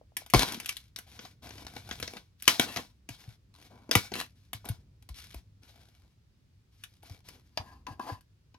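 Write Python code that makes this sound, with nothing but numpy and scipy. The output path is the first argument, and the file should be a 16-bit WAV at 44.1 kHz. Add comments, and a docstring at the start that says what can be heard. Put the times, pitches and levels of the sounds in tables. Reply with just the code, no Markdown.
"""A plastic disc case handled close to a phone in a quiet small room, over a low rumble and hum: it is
snapped open, two discs are popped off their hubs and laid on a table, the case is turned, shut and
stood on a small acrylic stand. Soft thumps are short damped swings of hands, lid and table; blows are
chattering noise bursts through plastic resonances; a fading rustle of loose parts shivers after those
on the case; fingers and sleeve scuff in strokes of noisy slips through the same resonances."""
import sys
import numpy as np
from scipy import signal
from scipy.fft import rfft, irfft, next_fast_len
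from scipy.io import wavfile
from scipy.ndimage import uniform_filter1d

SR = 44100
rng = np.random.default_rng(int(sys.argv[2]) if len(sys.argv) > 2 else 0)


def level_to_linear(level):
    """Convert decibel levels to linear amplitude factors, elementwise."""
    exponent = np.asarray(level, float) / 20
    return 10 ** exponent


def output_pcm(signal):
    """Save a mono or channel-first signal as 16-bit PCM at the path in sys.argv[1].

    Samples are clipped to [-1, 1] before scaling.
    """
    pcm = np.clip(np.atleast_2d(signal).T, -1, 1) * 32767
    wavfile.write(sys.argv[1], SR, np.round(pcm).astype(np.int16))


N = 378378

# blows: t/s, crack level/dB, shell level/dB, top octave lift/dB
BLOWS = [(0.1678, -24.5, -42, 10), (0.2623, -40, -51, 5.5), (0.3001, -34, -55, 4), (0.3366, -12, -9.5, 2.5),
         (0.3453, -9.5, -8.5, -6.5), (0.4211, -17, -29, -4), (0.5217, -28.5, -49.5, 3.5),
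         (0.5439, -28, -43.5, -2), (0.6002, -26, -56.5, 0.5), (0.659, -25, -54, 4.5),
         (0.6914, -19, -56.5, -1), (0.7675, -27.5, -79, 4), (0.9609, -27, -55.5, -0.5),
         (0.987, -29.5, -46.5, 4.5), (1.1911, -32.5, -45, -22), (1.2507, -38, -42, -8.5),
         (1.4696, -39.5, -48, -7), (1.5061, -36, -43, -13.5), (1.5806, -38, -51, -10),
         (1.6662, -33, -43.5, -7), (1.764, -32.5, -36, -7.5), (1.8902, -38.5, -39, 1.5),
         (1.9997, -31, -40, 1.5), (1.9114, -23, -34.5, -13.5), (2.0265, -23, -33, -5),
         (2.0764, -28.5, -39.5, -11), (2.1679, -34, -45.5, -7), (2.423, -34.5, -54, 11.5),
         (2.4777, 0, -19.5, -4.5), (2.596, -6.5, -16, -1), (2.761, -23, -33.5, -3.5),
         (2.77, -21.5, -36, -5.5), (3.0894, -28, -37.5, -2.5), (3.8919, -46, -32.5, -6.5),
         (3.912, -10, -28, -4.5), (3.9526, -5.5, -16, 1), (4.118, -32.5, -30, -14),
         (4.1378, -22.5, -36, -5.5), (4.5317, -27.5, -38.5, 5), (4.6531, -40, -42, 8.5),
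         (4.688, -31.5, -39.5, 11.5), (5.0245, -52, -63, 6), (5.0894, -39, -47.5, 4),
         (5.344, -40.5, -41.5, 7.5), (6.8369, -31, -77, 1), (7.0328, -63, -46.5, 18),
         (7.2867, -37.5, -49.5, 2), (7.5736, -19.5, -26.5, -11.5), (7.867, -32.5, -36, -9),
         (7.993, -44, -27.5, 0), (8.096, -68, -30.5, -4.5), (8.2085, -53.5, -65.5, 8),
         (8.543, -48.5, -52.5, -16.5)]
# resonances of the case: f/Hz, width/Hz, level/dB
CASE = [(265, 240, 0.5), (694, 110, -1), (948, 160, -6.5), (1450, 150, -2.5), (2270, 54, 4),
        (3420, 390, -4.5), (4050, 780, -3.5), (5200, 900, -7)]
# resonances of the stand: f/Hz, width/Hz, level/dB
STAND = [(278, 98, -7), (806, 250, -6.5), (1010, 51, 0), (1638.6, 89, -4.5), (2700, 110, -9),
         (4660, 300, -7.5)]
# broad spectrum of cracking and scuffed plastic: f/Hz, relative level per Hz/dB
PLASTIC = [(600, -26), (1200, -12.5), (2400, -4.5), (6000, -8), (7900, -18), (11300, -9), (14000, -17.5),
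           (16300, -48.5)]
# a freed disc scrapes over rim and hub: start t/s, end t/s
DISC_SLIDES = [(2.66, 2.8), (4.14, 4.3)]
STAND_FROM_S = 7.5
SPLIT_HZ = 1300.0  # dull shell modes below, treble above


def level(x, db=0):
    """Scale to an rms level."""
    return x * level_to_linear(db) / np.sqrt(np.mean(x ** 2))


def on_log(table, hz, axis=1):
    """Read a column of a table on a log-frequency axis."""
    table = np.transpose(table)
    return np.interp(np.log(hz + 1), np.log(table[0]), table[axis])


def shaped(x, response):
    """Filter by a function of frequency."""
    size = next_fast_len(x.shape[-1])
    spectrum = rfft(x, size) * response(np.fft.rfftfreq(size, 1 / SR))
    return irfft(spectrum, size)[..., :x.shape[-1]]


def colour(table):
    """Gain curve of a short spectrum."""
    return lambda hz: level_to_linear(on_log(table, hz))


def ringing(modes, strength=1):
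    """Response of damped resonances, each struck with its own signed strength."""
    f, width, db = np.transpose(modes)[:, :, None]
    gain = level_to_linear(db) * np.reshape(strength, (-1, 1))
    return lambda hz: np.sum(gain * 1j * hz * width / (f ** 2 - hz ** 2 + 1j * hz * width), axis=0)


def treble(x):
    """The part above the shell's dull modes."""
    return shaped(x, lambda hz: 1 / (1 + (SPLIT_HZ / (hz + 1)) ** 4))


def walk(rate_hz):
    """Random levels held 1 / rate_hz and slewed; spread near 1."""
    k = int(SR / rate_hz)
    held = np.repeat(rng.standard_normal(N // k + 1), k)
    return 1.3 * uniform_filter1d(uniform_filter1d(held, k), k)[:N]


def place(out, s, x):
    """Add x to out from time s."""
    i = int(s * SR)
    return np.pad(x, ((0, 0), (i, max(N - i - x.shape[1], 0))))[:, :N] + out


def background():
    """Still air, alike at both ports in the bass, a wavering hum and the rumble of moving hands."""
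    # colour of air and rumble: f/Hz, relative level per Hz/dB
    quiet = [(30, -16), (55, -4.5), (110, -8.5), (300, -27), (700, -41.5), (5000, -43), (8000, -51.5),
             (15500, -56.5)]
    # hum: f/Hz, width/Hz, level/dB
    hums = [(102, 2.3, -70)]
    # handling rumble before its random waver: t/s, level/dB
    rumble_levels = [(0, -64.5), (1.001, -67.5), (2.001, -51), (2.299, -68), (5.501, -61.5), (6.302, -83.5),
                     (7.2, -68), (8, -55.5), (8.3, -87)]
    mid, side, hands = shaped(rng.standard_normal((3, N)), colour(quiet))
    side = shaped(side, lambda hz: np.minimum(hz / 500.0, 1))
    air = level(mid + side * np.array([[1], [-1]]), -65)
    hum = sum(level(shaped(rng.standard_normal(N), ringing([(f, w, 0)])), db) for f, w, db in hums)
    rumble = level(shaped(hands, lambda hz: 1 / (1 + (hz / 1000.0) ** 4)))
    rumble_db = np.interp(np.arange(N) / SR, *np.transpose(rumble_levels)) + 3.7 * walk(5.8)
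    return air + hum + rumble * level_to_linear(rumble_db)


def thumps():
    """A soft contact, push or knock sets hands, lid or table swinging for a few damped cycles."""
    # thumps: t/s, peak level/dB, swing f/Hz
    pushes = [(0.015, -47.5, 580), (0.122, -57, 650), (0.221, -44.5, 680), (0.553, -40, 243),
              (0.579, -39, 235), (4.646, -42, 900), (0.355, -14.5, 120), (0.366, -21, 51.6),
              (2.031, -42, 100), (2.605, -28, 216), (2.771, -41, 109), (3.111, -41, 112.1),
              (3.287, -39, 113.9), (3.967, -20.5, 101), (4.555, -41, 106), (4.708, -26.5, 108),
              (5.116, -36.5, 62.3), (5.367, -38.5, 64), (7.117, -39, 92), (7.606, -37.5, 93),
              (7.915, -40, 100), (8.128, -34, 102.3)]
    out, t = 0, np.arange(SR // 4) / SR
    for s, db, hz in pushes:
        cycles = hz * t
        swing = np.sin(2 * np.pi * cycles) * (1 - np.exp(-cycles / 0.28)) * np.exp(-cycles / 1.1)
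        out = place(out, s - 1 / hz, level_to_linear(db) * swing[None] / np.abs(swing).max())
    return out


def room(x):
    """A short diffuse tail, different at each port, each band of noise fading at its own rate."""
    # reverberation: f/Hz, t60/s, level/dB
    decay = [(149.55, 0.17, -14), (701.4, 0.032, 1.5), (4020, 0.098, -8.5), (13000, 0.013, -18.5)]
    t, tail = np.arange(SR // 2) / SR, 0
    for hz in 100 * 2 ** np.arange(0, 7.6, .75):
        noise = rng.standard_normal((2, len(t)))
        band = shaped(noise, lambda f: np.exp(-(np.log((f + 1) / hz) / 2.8) ** 2))
        band = band * level_to_linear(-60 * t / on_log(decay, hz)) * np.minimum(t / 0.046, 1)
        share = np.sqrt(hz / SR / np.sum(band ** 2, axis=1, keepdims=True))  # flat per Hz
        tail = tail + band * share * level_to_linear(on_log(decay, hz, axis=2))
    return signal.fftconvolve(x.mean(axis=0, keepdims=True), tail, axes=1)[:, :N]


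def disc_on_case():
    """A freed disc's modes over the dull modes of the case."""
    # resonances of a disc: f/Hz, width/Hz, level/dB
    disc = [(1750, 120, -10), (2685, 97, -2), (3200, 84, -4), (3990, 86, -3)]
    return [mode for mode in CASE if mode[0] < SPLIT_HZ] + disc


def struck(s):
    """Modes of what is hit at time s: the case, a freed disc on the case, or the stand."""
    if any(start < s < end for start, end in DISC_SLIDES):
        return disc_on_case()
    return CASE if s < STAND_FROM_S else STAND


def blows():
    """Each contact chatters for a few ms: a broad crack and the modes of what is struck."""
    out, t = 0, np.arange(SR // 8) / SR
    for s, crack_db, shell_db, lift_db in BLOWS:
        # dull contacts on the stand roll in slowly
        rocking = level_to_linear(1.49 * np.clip(shell_db - crack_db, 0, 14)) if s > STAND_FROM_S else 1
        attack = np.minimum(t / (0.00037 * rocking), 1) ** 2
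        noise, flurry = rng.standard_normal((2, len(t)))
        chatter = noise * level_to_linear(1.9 * flurry) * np.exp(-t / 0.0047) * attack
        modes = np.array(struck(s), float)
        modes[:, 0] *= 1 + .02 * rng.standard_normal(len(modes))  # the grip bends the pitches a little
        # a new spot, a new mix of modes
        sign, spread = rng.standard_normal((2, len(modes)))
        ring = shaped(chatter, ringing(modes, np.sign(sign) * level_to_linear(2.5 * spread)))
        crack = level(shaped(chatter, colour(PLASTIC))) + level(treble(ring), -6.0)
        crack = crack / np.abs(crack).max()
        crack = shaped(crack, colour([(6500, 0.0017), (8500, lift_db)]))  # harder edges reach higher
        shell = ring - treble(ring)
        shell = shell / np.abs(shell).max()
        out = place(out, s, level_to_linear(crack_db) * crack[None] + level_to_linear(shell_db) * shell)
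    return out


def shivers():
    """Loose shell and discs shiver after each blow on the case: rows as in drags()."""
    rows = []
    fade_db, flex_db = 32.88, -7.5
    for s, crack_db, shell_db, _ in BLOWS:
        first_db = crack_db + 0.28 * (shell_db - crack_db) - 22.5
        if s < STAND_FROM_S:
            rows.append((s + 0.013, s + 0.16, first_db, first_db - fade_db, flex_db))
    return rows


def drags():
    """Drags of skin and sleeve over the plastic."""
    # drags: start t/s, end t/s, first level/dB, last level/dB, dull flexing against the scuff/dB
    return [(0.358, 0.43, -28, -33, -1), (0.43, 0.63, -44.5, -58.5, 2.5), (0.635, 0.84, -48, -66, -37),
            (1.07, 1.27, -62, -59.5, -4.5), (1.426, 2.2, -56, -60.5, 2), (2.389, 2.47, -67.5, -48, -31.5),
            (2.67, 2.74, -53.5, -45, -20), (2.765, 2.92, -48.5, -80, 3.5), (3.09, 3.3, -63, -61, -4.5),
            (3.54, 3.66, -62.5, -64.5, -2.5), (3.704, 3.86, -69, -77, 15.5),
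            (4.15, 4.19, -42, -40.5, -13.5), (4.192, 4.26, -34.5, -61.5, -31), (4.355, 4.46, -78, -72, -20),
            (4.65, 4.74, -52.5, -69, 7), (5.147, 5.35, -53.5, -60, -15), (5.624, 6.1, -61.5, -80.5, -0.5),
            (6.72, 6.95, -74, -70, -15), (7.029, 7.15, -62, -65, -4), (7.245, 7.35, -63.5, -62.5, 0),
            (7.37, 7.56, -77.5, -73, -19), (7.6, 7.76, -60.5, -67.5, 5.5), (7.874, 7.95, -54.5, -70, 7.5),
            (8.008, 8.126, -60, -55.5, 3)]


def rubbed(slips, modes):
    """The contact wanders, so each mode swells and fades on its own."""
    return level(sum(shaped(slips, ringing([mode])) * level_to_linear(4.0 * walk(35)) for mode in modes))


def strokes(shiver):
    """Dense tiny slips in flurries scuff the plastic and flex the shell; a shiver has no catches."""
    # ringing of the plastic against the broad rustle, first drags, then shivers: level/dB
    ring_db = [-7.5, 1.5]
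    hard_db = 6.5  # disc and stand ring more than the soft case
    let_go_s, let_go_db = .07, -18  # every contact dies away as it lets go
    time = np.arange(N) / SR
    on_case = time < STAND_FROM_S

    slips = rng.standard_normal(N) * level_to_linear(2.2 * walk(50) + (1 - shiver) * 2.8 * walk(25))
    # the sleeve crackles under the fingers: 70 catches/s, each fading over 2 ms
    catches = on_case * (rng.random(N) < 70 / SR) * level_to_linear(9 + 4 * rng.standard_normal(N))
    crackle = signal.lfilter([1], [1, -np.exp(-1 / (.002 * SR))], catches) * rng.standard_normal(N)
    slips = slips + (1 - shiver) * crackle

    ring = np.where(on_case, rubbed(slips, CASE), level_to_linear(hard_db) * rubbed(slips, STAND))
    sliding = sum((time > start) & (time < end) for start, end in DISC_SLIDES)
    ring = np.where(sliding, level_to_linear(hard_db) * rubbed(slips, disc_on_case()), ring)
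    scuff = level(shaped(slips, colour(PLASTIC))) + level(treble(ring), ring_db[shiver])
    scuff = level(scuff)
    flex = level(ring - treble(ring))

    bright, dull = np.zeros((2, N))
    for start, end, first_db, last_db, flex_db in shivers() if shiver else drags():
        i, j = int(start * SR), int((end + let_go_s) * SR)
        stops_s = [start, end, end + let_go_s]
        drag = level_to_linear(np.interp(time[i:j], stops_s, [first_db, last_db, last_db + let_go_db]))
        bright[i:j] = np.hypot(bright[i:j], drag)
        dull[i:j] = np.hypot(dull[i:j], drag * level_to_linear(flex_db))
    ease = SR // (400 if shiver else 70)
    return scuff * uniform_filter1d(bright, ease) + flex * uniform_filter1d(dull, ease)


def scene():
    """Direct sound reaches two ports with a phase offset, a little louder left; the room follows."""
    # left lead: f/Hz, phase/rad
    ports = [(100, .08), (700, .7), (3100, 1.5), (12000, 1.4)]
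    # left minus right: f/Hz, level/dB
    left_db = [(100, 1.5), (4500, 6), (9000, 1)]
    near = thumps() + blows() + strokes(True) + strokes(False)
    side = np.array([[.5], [-.5]])
    direct = shaped(near, lambda hz: np.exp(1j * side * on_log(ports, hz)) * level_to_linear(side * on_log(left_db, hz)))
    return background() + direct + room(near)


def band_limit(x):
    """A steep low-pass at the top of the band."""
    return signal.sosfilt(signal.butter(12, 16500, fs=SR, output="sos"), x)


def record(dry):
    """The phone cuts the deepest bass and rounds the highest peaks."""
    dry = signal.sosfilt(signal.butter(4, 42., "high", fs=SR, output="sos"), dry)
    mix = np.tanh(0.88 * dry) / 0.74
    return band_limit(mix)


dry = scene()
out = record(dry)
output_pcm(out)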